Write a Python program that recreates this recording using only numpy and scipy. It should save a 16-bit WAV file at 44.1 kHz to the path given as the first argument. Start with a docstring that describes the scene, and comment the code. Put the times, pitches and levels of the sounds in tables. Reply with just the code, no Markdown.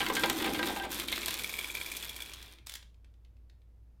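"""Coil spring walking down wooden crates

A quiet studio, one microphone, a big plastic coil spring close by. Its turns rattle over each other
and knock on a hollow crate; the free end drops to the floor and the last turns peel off with pitched
taps. A short run of clacks and a few faint ticks end it, over the low hum of the building."""
import sys
import numpy as np
from scipy import signal
from scipy.fft import rfft, irfft
from scipy.io import wavfile
from scipy.ndimage import uniform_filter1d

SR = 44100
rng = np.random.default_rng(int(sys.argv[2]) if len(sys.argv) > 2 else 0)


def write(x):
    x = np.atleast_2d(x).T
    wavfile.write(sys.argv[1], SR, np.round(np.clip(x, -1, 1) * 32767).astype(np.int16))


N = 176400
TIME = np.arange(N) / SR

# bright edge and low clatter of plastic on plastic: (frequency [Hz], gain [dB])
TREBLE_SPECTRUM = [(1500,-15), (3500,1.5), (5000,1), (6500,-0.5), (8500,0.5), (11000,-2), (14500,2),
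                   (16000,-16.5)]
CLATTER_SPECTRUM = [(80,-6), (140,-2.5), (230,-7), (430,3), (650,-3), (800,-4), (1020,3.5), (1200,1),
                    (1700,4), (2600,-2.5), (5000,-29)]
# how strongly the coil rings on its way down: (time [s], level [dB])
COIL_RING_LEVEL = [(0.0, -43.5), (2.0, -46.5), (2.65, -57)]


def rattle():
    """Hundreds of touches a second between the turns, with lone crisp clicks among them."""
    # the turns part or bunch up for a moment: (time [s], length [s], treble change [dB])
    surges = [(0.114,0.019,-10.5), (0.152,0.027,6.5), (0.381,0.033,9), (0.536,0.004,15), (.61,0.012,-9.5),
              (0.671,0.026,9), (0.812,0.035,-12), (0.876,0.043,-27), (0.952,0.15,5), (1.066,0.014,-16),
              (1.295,0.093,6), (1.408,0.049,5), (2.643,0.16,-27)]
    # course of the treble and of the low clatter: (time [s], level [dB])
    treble_level = [(0.0, -49), (1.96, -50), (2.65, -75)]
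    clatter_level = [(0.0, -43.5), (2.05, -57.5), (2.65, -65)]
    # resonances of the coil: (frequency [Hz], gain [dB])
    ring_spectrum = [(1000,-16), (1800,-1.5), (2150,-2), (2380,3.5), (2700,-1), (3100,-2), (3420,3.5),
                     (3900,-0.5), (5000,-8.5), (8000,-20)]
    surge_db = sum(db * np.exp(-(2 * (TIME - at) / length) ** 2) for at, length, db in surges)
    touches = contacts(per_s=1200, spread_db=3.2, decay_s=.0007)
    crisp = from_db(-1) * contacts(per_s=240, spread_db=5, decay_s=.0002)
    treble = colour((touches + crisp) * from_db(level(treble_level) + surge_db - 1.5), TREBLE_SPECTRUM)
    coil = colour(touches * from_db(level(COIL_RING_LEVEL) + .92 * surge_db - 1.5), ring_spectrum)
    clatter = colour(touches * from_db(level(clatter_level) + .63 * surge_db), CLATTER_SPECTRUM)
    return treble + coil + clatter + singing(touches * from_db(surge_db))


def singing(touches):
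    """Once the turns hang free in an arch, the touches keep them ringing softly."""
    # modes of the stretched turns: (frequency [Hz], t60 [s], gain [dB])
    modes = [(2386,0.33,-17.5), (3480,0.05,-20.5)]
    start_s, fade_in_s = 1.45, .25
    drive = touches * from_db(level(COIL_RING_LEVEL)) * np.clip((TIME - start_s) / fade_in_s, 0, 1)
    out = 0
    for hz, t60, db in modes:
        unit_power = np.sqrt(4 * np.log(1000) / (t60 * SR))
        out = out + from_db(db) * unit_power * ring(drive, hz, t60)
    return out


def drumming():
    """The turns drum evenly on the hollow crate, whose air hums along."""
    # the crate's low boom: (frequency [Hz], gain [dB])
    drum_spectrum = [(50,-21.5), (160,-15), (205,-5), (260,-1.5), (295,-1), (328,-1.5), (365,-5.5),
                     (500,-18), (2000,-49.5)]
    # course of the drumming: (time [s], level [dB])
    drum_level = [(0,-45), (.25,-40.5), (.43,-38), (.64,-40), (.8,-48.5), (1.02,-49), (1.3,-54.5),
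                  (1.5,-60.5), (2.2,-65.5), (2.6,-72)]
    thuds = contacts(per_s=1500, spread_db=1.5, decay_s=.0005)
    air = ring(thuds, hz=326, t60=.2)
    body = rms_one(colour(thuds, drum_spectrum)) + from_db(-8) * rms_one(air)
    running_rms = np.sqrt(uniform_filter1d(body ** 2, size=SR // 20) + 1e-9)
    return body / running_rms * from_db(level(drum_level))


def knocks():
    """Turns slap the crate's edge: a plastic smack, a woody thud and the ring of the box."""
    # blows on the edge: (time [s], wood level [dB], plastic level [dB], plastic decay [s])
    blows = [(.003,-37.5,-28.5,0.0068), (0.015,-38,-27,0.0031), (0.0633,-42.5,-25.5,0.0043),
             (.099,-26.5,-33,0.0045), (.165,-37.5,-28,0.0074), (.2345,-23.5,-21.5,0.0055),
             (.244,-29.5,-39.5,.005), (.298,-35,-30,0.0047), (.398,-41,-36,0.012), (.425,-43.5,-32,0.0041),
             (.444,-33,-30,0.0067), (0.458,-42,-32,0.0052), (.472,-37.5,-34,0.01), (0.484,-42,-44.5,0.0038),
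             (.543,-40,-35.5,0.013), (0.5913,-35,-30,0.0044), (0.6281,-38.5,-26,0.0035),
             (.669,-40.5,-37.5,0.0085), (.685,-37,-40.5,0.02), (.760,-37,-36,0.0063),
             (0.798,-36.5,-35,0.0023), (0.83,-39.5,-41,0.018)]
    # tone of each material: (frequency [Hz], gain [dB])
    plastic_spectrum = [(600,-27.5), (1300,-6), (1600,-4), (2200,0.5), (2700,-2), (3400,-0.5), (4300,-8),
                        (6000,-21), (12000,-25)]
    wood_spectrum = [(120,-15.5), (300,-7.5), (500,1), (680,-2.5), (800,4.5), (1000,-4), (1400,-12),
                     (3000,-32.5)]
    t = TIME[:SR // 8]
    smack, thud = np.zeros((2, N))
    for at, wood_db, plastic_db, decay in blows:
        start = int(at * SR)
        for layer, db, decay_s in ((smack, plastic_db, decay), (thud, wood_db, 1.4 * decay)):
            shape = envelope(t, rise_s=.3 * decay_s, decay_s=decay_s)
            layer[start:start + len(t)] += from_db(db) * shape * rng.choice([-1, 1], len(t))
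    times, wood_db, plastic_db, _ = np.transpose(blows)
    strength_db = (wood_db + plastic_db) / 2
    box_db = -42 + .61 * (strength_db - strength_db.mean())  # only part of the extra force reaches it
    box = crate(clicks(times + .003, box_db))
    plastic = from_db(-.5) * colour(smack, plastic_spectrum)
    wood = from_db(-2.5) * colour(thud, wood_spectrum)
    return plastic + wood + box


def crate(hits):
    """The hollow box rings; every hit strikes each mode with a strength of its own."""
    # modes of the crate: (frequency [Hz], gain [dB], t60 [s])
    modes = [(500,-5,.09), (680,-10,.1), (783,4,0.13), (810,-1,.1), (902,-6.5,.1), (974,-2,.13),
             (1025,-2,.1), (1224,-6,.13), (1581,0,0.12), (1922,-6,0.13), (2712,-9.5,0.092)]
    uneven = from_db(rng.normal(0, 2, (len(modes), N)))
    return sum((-1) ** k * ring(hits * uneven[k] * from_db(db), hz, t60)
               for k, (hz, db, t60) in enumerate(modes))


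def hollow_notes():
    """A square hit brings out one note of the crate, which swells quickly and rings out."""
    # square hits: (time [s], frequency [Hz], level [dB])
    square_hits = [(.1,1025,-27.5), (.236,1015,-26), (.168,1581,-32), (.5913,1581,-28.5), (0.81,1581,-32)]
    out = 0
    for at, hz, db in square_hits:
        swell = 1 - np.exp(-np.maximum(TIME - at, 0) / .002)
        out = out + swell * ring(clicks(np.array([at]), db), hz, t60=.12)
    return out


def clacks():
    """Hard blows of turn on turn: a low body, a ring and a bright crack."""
    # turns colliding: (time [s], body level [dB], ring level [dB], crack level [dB])
    collisions = [(0.196,-47,-43.5,-38.5), (.298,-29.5,-33.5,-29.5), (0.918,-44.5,-47,-38.5),
                  (0.998,-48,-37,-36.5), (1.0831,-42.5,-34.5,-41), (1.119,-39.5,-43.5,-40),
                  (1.125,-33,-32,-40.5), (1.159,-45,-37,-43), (1.178,-33,-40.5,-44.5),
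                  (1.216,-47.5,-39,-51.5), (1.23,-46.5,-40.5,-48.5), (1.282,-34,-35.5,-35),
                  (1.307,-44.5,-38,-36), (1.3405,-45.5,-40.5,-37)]
    # ring of the struck turns: (frequency [Hz], gain [dB])
    ring_spectrum = [(700,-23), (1500,-19.5), (2200,7), (2800,2), (3500,7), (4300,2), (5500,-12.5),
                     (9000,-23), (15000,-33.5)]
    times, body_db, ring_db, crack_db = np.transpose(collisions)
    body = chatter(clicks(times, body_db + 1.5), rise_s=.00021, decay_s=.003)
    coil = chatter(clicks(times, ring_db + 3), rise_s=.00097, decay_s=.0058)
    crack = chatter(clicks(times, crack_db + 5), rise_s=.00051, decay_s=.0022)
    return colour(body, CLATTER_SPECTRUM) + colour(coil, ring_spectrum) + colour(crack, TREBLE_SPECTRUM)


def snaps():
    """An edge slips with a thin, bright crack and a trace of buzz."""
    # slipping edges: (time [s], level [dB])
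    slips = [(0.0871,-21), (0.137,-28.5), (0.2084,-24), (0.227,-23.5), (0.26,-17), (0.2983,-17.5),
             (0.3307,-21.5), (0.4258,-21), (0.464,-22.5), (0.537,-18.5), (0.947,-20.5), (1.171,-24.5),
             (1.260,-11.5), (1.3419,-19), (1.436,-22), (2.047,-23), (2.053,-23), (2.461,-37.5), (2.514,-45),
             (2.525,-37), (2.536,-42)]
    hits = clicks(*np.transpose(slips))
    buzz = chatter(hits, rise_s=.0001, decay_s=.0005)
    return colour(from_db(1.5) * hits + from_db(-12.5) * buzz, TREBLE_SPECTRUM)


def taps():
    """Each turn landing on the pile on the floor pips in two modes, sliding up to a pitch of its own."""
    # landings: (time [s], low mode level [dB], high mode level [dB], crack level [dB])
    landings = [(1.393,-40.5,-41,-45), (1.443,-33.5,-34,-40.5), (1.493,-38.5,-41,-41.5),
                (1.538,-37,-38,-44.5), (1.588,-34.5,-32.5,-38), (1.61,-43,-40,-46), (1.643,-36.5,-35.5,-49),
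                (1.699,-39,-37.5,-57), (1.75,-35.5,-35.5,-41), (1.769,-39,-50,-48), (1.812,-37,-37,-44),
                (1.861,-42,-43,-41), (1.917,-39,-42,-40.5), (1.967,-43.5,-42,-37.5),
                (2.025,-67,-33.5,-42.5), (2.093,-50,-36,-42.5), (2.163,-49,-44,-43), (2.203,-47,-40,-45.5),
                (2.220,-46,-35,-43), (2.259,-50.5,-46,-53), (2.295,-53,-44,-53)]
    # the two modes of a turn: (frequency [Hz], gain [dB])
    modes = [(2353,7.5), (3395,1.5)]
    rise_s, hold_s, t60_s, high_delay_s = .00094, .0036, .01, .001
    flat_share, slide_s = .38, .00048
    times, low_db, high_db, crack_db = np.transpose(landings)
    crack = chatter(clicks(times, crack_db + 3), rise_s=.0001, decay_s=.0076)
    body = chatter(clicks(times, low_db - 9), rise_s=.00032, decay_s=.0037)
    out = colour(crack, TREBLE_SPECTRUM) + colour(body, CLATTER_SPECTRUM)
    t = TIME[:SR // 10]
    shape = (1 - np.exp(-t / rise_s)) * from_db(-60 * np.maximum(t - hold_s, 0) / t60_s)
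    bent_time = np.cumsum(1 - flat_share * np.exp(-t / slide_s)) / SR
    for (hz, mode_db), levels, delay in zip(modes, (low_db, high_db), (0, high_delay_s)):
        starts = ((times + delay) * SR).astype(int)
        for start, db, detune in zip(starts, levels, rng.normal(0, .01, len(times))):
            pip = shape * np.sin(2 * np.pi * hz * (1 + detune) * bent_time)
            out[start:start + len(t)] += from_db(db + mode_db) * pip
    return out


def settling():
    """The arch gives way in crisp clacks and a light rustle, then the coil sways to rest."""
    # the last turns flick over: (time [s], level [dB], decay [s], ring frequency [Hz])
    flicks = [(2.3344,-39.5,0.0033,3330), (2.426,-43.5,0.0025,3490), (2.6693,-36.5,0.0014,3650),
              (2.695,-38,0.0022,3480), (2.719,-45,0.0031,6060), (2.7384,-36,0.0014,5000),
              (2.752,-40,0.0041,3390)]
    # rustle of the arch, and soft ticks of the swaying coil: (time [s], level [dB])
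    rustle_level = [(2.663,-52.5), (2.77,-57), (2.80,-77), (2.86,-86)]
    sway_ticks = [(2.585,-55), (2.826,-51), (2.943,-67.5), (3.045,-61), (3.139,-70), (3.248,-64.5),
                  (3.367,-71), (3.497,-61), (3.617,-72.5)]
    # tone of the flicks and of the ticks: (frequency [Hz], gain [dB])
    flick_spectrum = [(300,-13), (1200,-8.5), (3600,1), (5000,-2.5), (8000,-5), (15000,-9)]
    tick_spectrum = [(1200,-7), (2200,-0.5), (3600,0.5), (4600,-3), (6000,-10), (15000,-24)]
    t = TIME[:SR // 10]
    crack, pings = np.zeros((2, N))
    for at, db, decay, hz in flicks:
        start = int(at * SR)
        shape = from_db(db) * envelope(t, rise_s=.66 * decay, decay_s=decay)
        crack[start:start + len(t)] += shape * rng.choice([-1, 1], len(t))
        pings[start:start + len(t)] += shape * np.sin(2 * np.pi * hz * t)
    rustle_gain = from_db(level(rustle_level)) * (TIME > rustle_level[0][0])
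    rustle = rustle_gain * contacts(per_s=1500, spread_db=2.5, decay_s=.0007)
    ticks = chatter(clicks(*np.transpose(sway_ticks)), rise_s=.0012, decay_s=.003)
    return colour(crack + rustle, flick_spectrum) + from_db(-5.5) * pings + colour(ticks, tick_spectrum)


def room(x, spots=6, spot_s=.03, t60_s=.28, wall_hz=5950):
    """A short tail, dulled by the walls; the contacts wander over spots with their own reflections."""
    t = TIME[:SR // 2]
    tails = rng.standard_normal((spots, len(t))) * from_db(-60 * t / t60_s) * (t > .005)
    tails /= np.linalg.norm(tails, axis=1, keepdims=True)
    wet = 0
    for k, tail in enumerate(tails):
        steps_past = (TIME / spot_s - k) % spots
        crossfade = np.sin(np.pi / 2 * np.minimum(steps_past, 2))
        wet = wet + signal.fftconvolve(x * crossfade, tail)[:N]
    return from_db(-4) * signal.sosfilt(signal.butter(1, wall_hz, fs=SR, output="sos"), wet)


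def room_tone(hum_hz=57.6):
    """Low hum and rumble of the building."""
    # rumble in the studio: (frequency [Hz], gain [dB])
    rumble_spectrum = [(20,-10.5), (40,-6), (48,-6.5), (58,1), (68,-3.5), (100,-3), (150,-17), (250,-21.5),
                       (600,-30.5), (1500,-40.5), (4000,-47), (8000,-52), (14500,-50.5), (16000,-58)]
    rumble = from_db(-62) * rms_one(colour(rng.standard_normal(N), rumble_spectrum))
    return rumble + from_db(-53.5) * np.sin(2 * np.pi * hum_hz * TIME)


def contacts(per_s, spread_db, decay_s):
    """Random touches of uneven strength; rms 1."""
    sizes = from_db(spread_db * np.minimum(rng.exponential(1, N), 3.6))
    hits = sizes * (rng.random(N) < per_s / SR)
    return rms_one(chatter(hits, rise_s=.00005, decay_s=decay_s))


def chatter(hits, rise_s, decay_s):
    """Each hit breaks up into a quickly dying buzz of tiny contacts."""
    shape = envelope(TIME[:SR // 4], rise_s, decay_s)
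    power = signal.fftconvolve(hits ** 2, shape ** 2)[:N]
    return np.sqrt(np.maximum(power, 0)) * rng.choice([-1, 1], N)


def clicks(times, levels_db):
    """One click for each event."""
    out = np.zeros(N)
    out[np.clip(times * SR, 0, N - 1).astype(int)] = from_db(levels_db)
    return out


def envelope(t, rise_s, decay_s):
    """Exponential rise and decay of a blow; peak 1."""
    shape = (1 - np.exp(-t / rise_s)) * np.exp(-t / decay_s)
    return shape / shape.max()


def ring(x, hz, t60):
    """A unit click sets a sine of height 1 ringing."""
    radius, angle = from_db(-60 / (t60 * SR)), 2 * np.pi * hz / SR
    return signal.lfilter([0, np.sin(angle)], [1, -2 * radius * np.cos(angle), radius ** 2], x + 1e-18)


def colour(x, points, size=8192):
    """Causal filter with the given spectrum; white noise keeps its power."""
    hz, db = np.transpose(points)
    bin_hz = np.fft.rfftfreq(size, 1 / SR) + 1
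    gain = rms_one(from_db(np.interp(np.log(bin_hz), np.log(hz), db)))
    cepstrum = irfft(np.log(gain))
    cepstrum[1:size // 2] *= 2  # fold to minimum phase
    cepstrum[size // 2 + 1:] = 0
    return signal.fftconvolve(x, irfft(np.exp(rfft(cepstrum))))[:N]


def level(points, fall_db_per_s=152):
    """A level curve in dB that dies away after its last point."""
    times, db = np.transpose(points)
    return np.interp(TIME, times, db) - fall_db_per_s * np.maximum(TIME - times[-1], 0)


def from_db(db):
    """Decibels to gain."""
    return 10 ** (np.asarray(db) / 20)


def rms_one(x):
    """Scale to rms 1."""
    return x / np.sqrt(np.mean(x ** 2) + 1e-20)


def scene():
    """The coil in the studio; the taps on the floor reach the microphone with less of the room."""
    coil = rattle() + drumming() + knocks() + hollow_notes() + clacks() + snaps() + settling()
    landing = taps()
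    return (coil + landing + room(coil + .62 * landing) + room_tone())[None]


def record(dry):
    """The microphone's mono signal, with the top cut steeply."""
    cutoff_hz = 16200
    return signal.sosfilt(signal.ellip(10, .2, 70, cutoff_hz, fs=SR, output="sos"), dry)


dry = scene()
out = record(dry)
write(out)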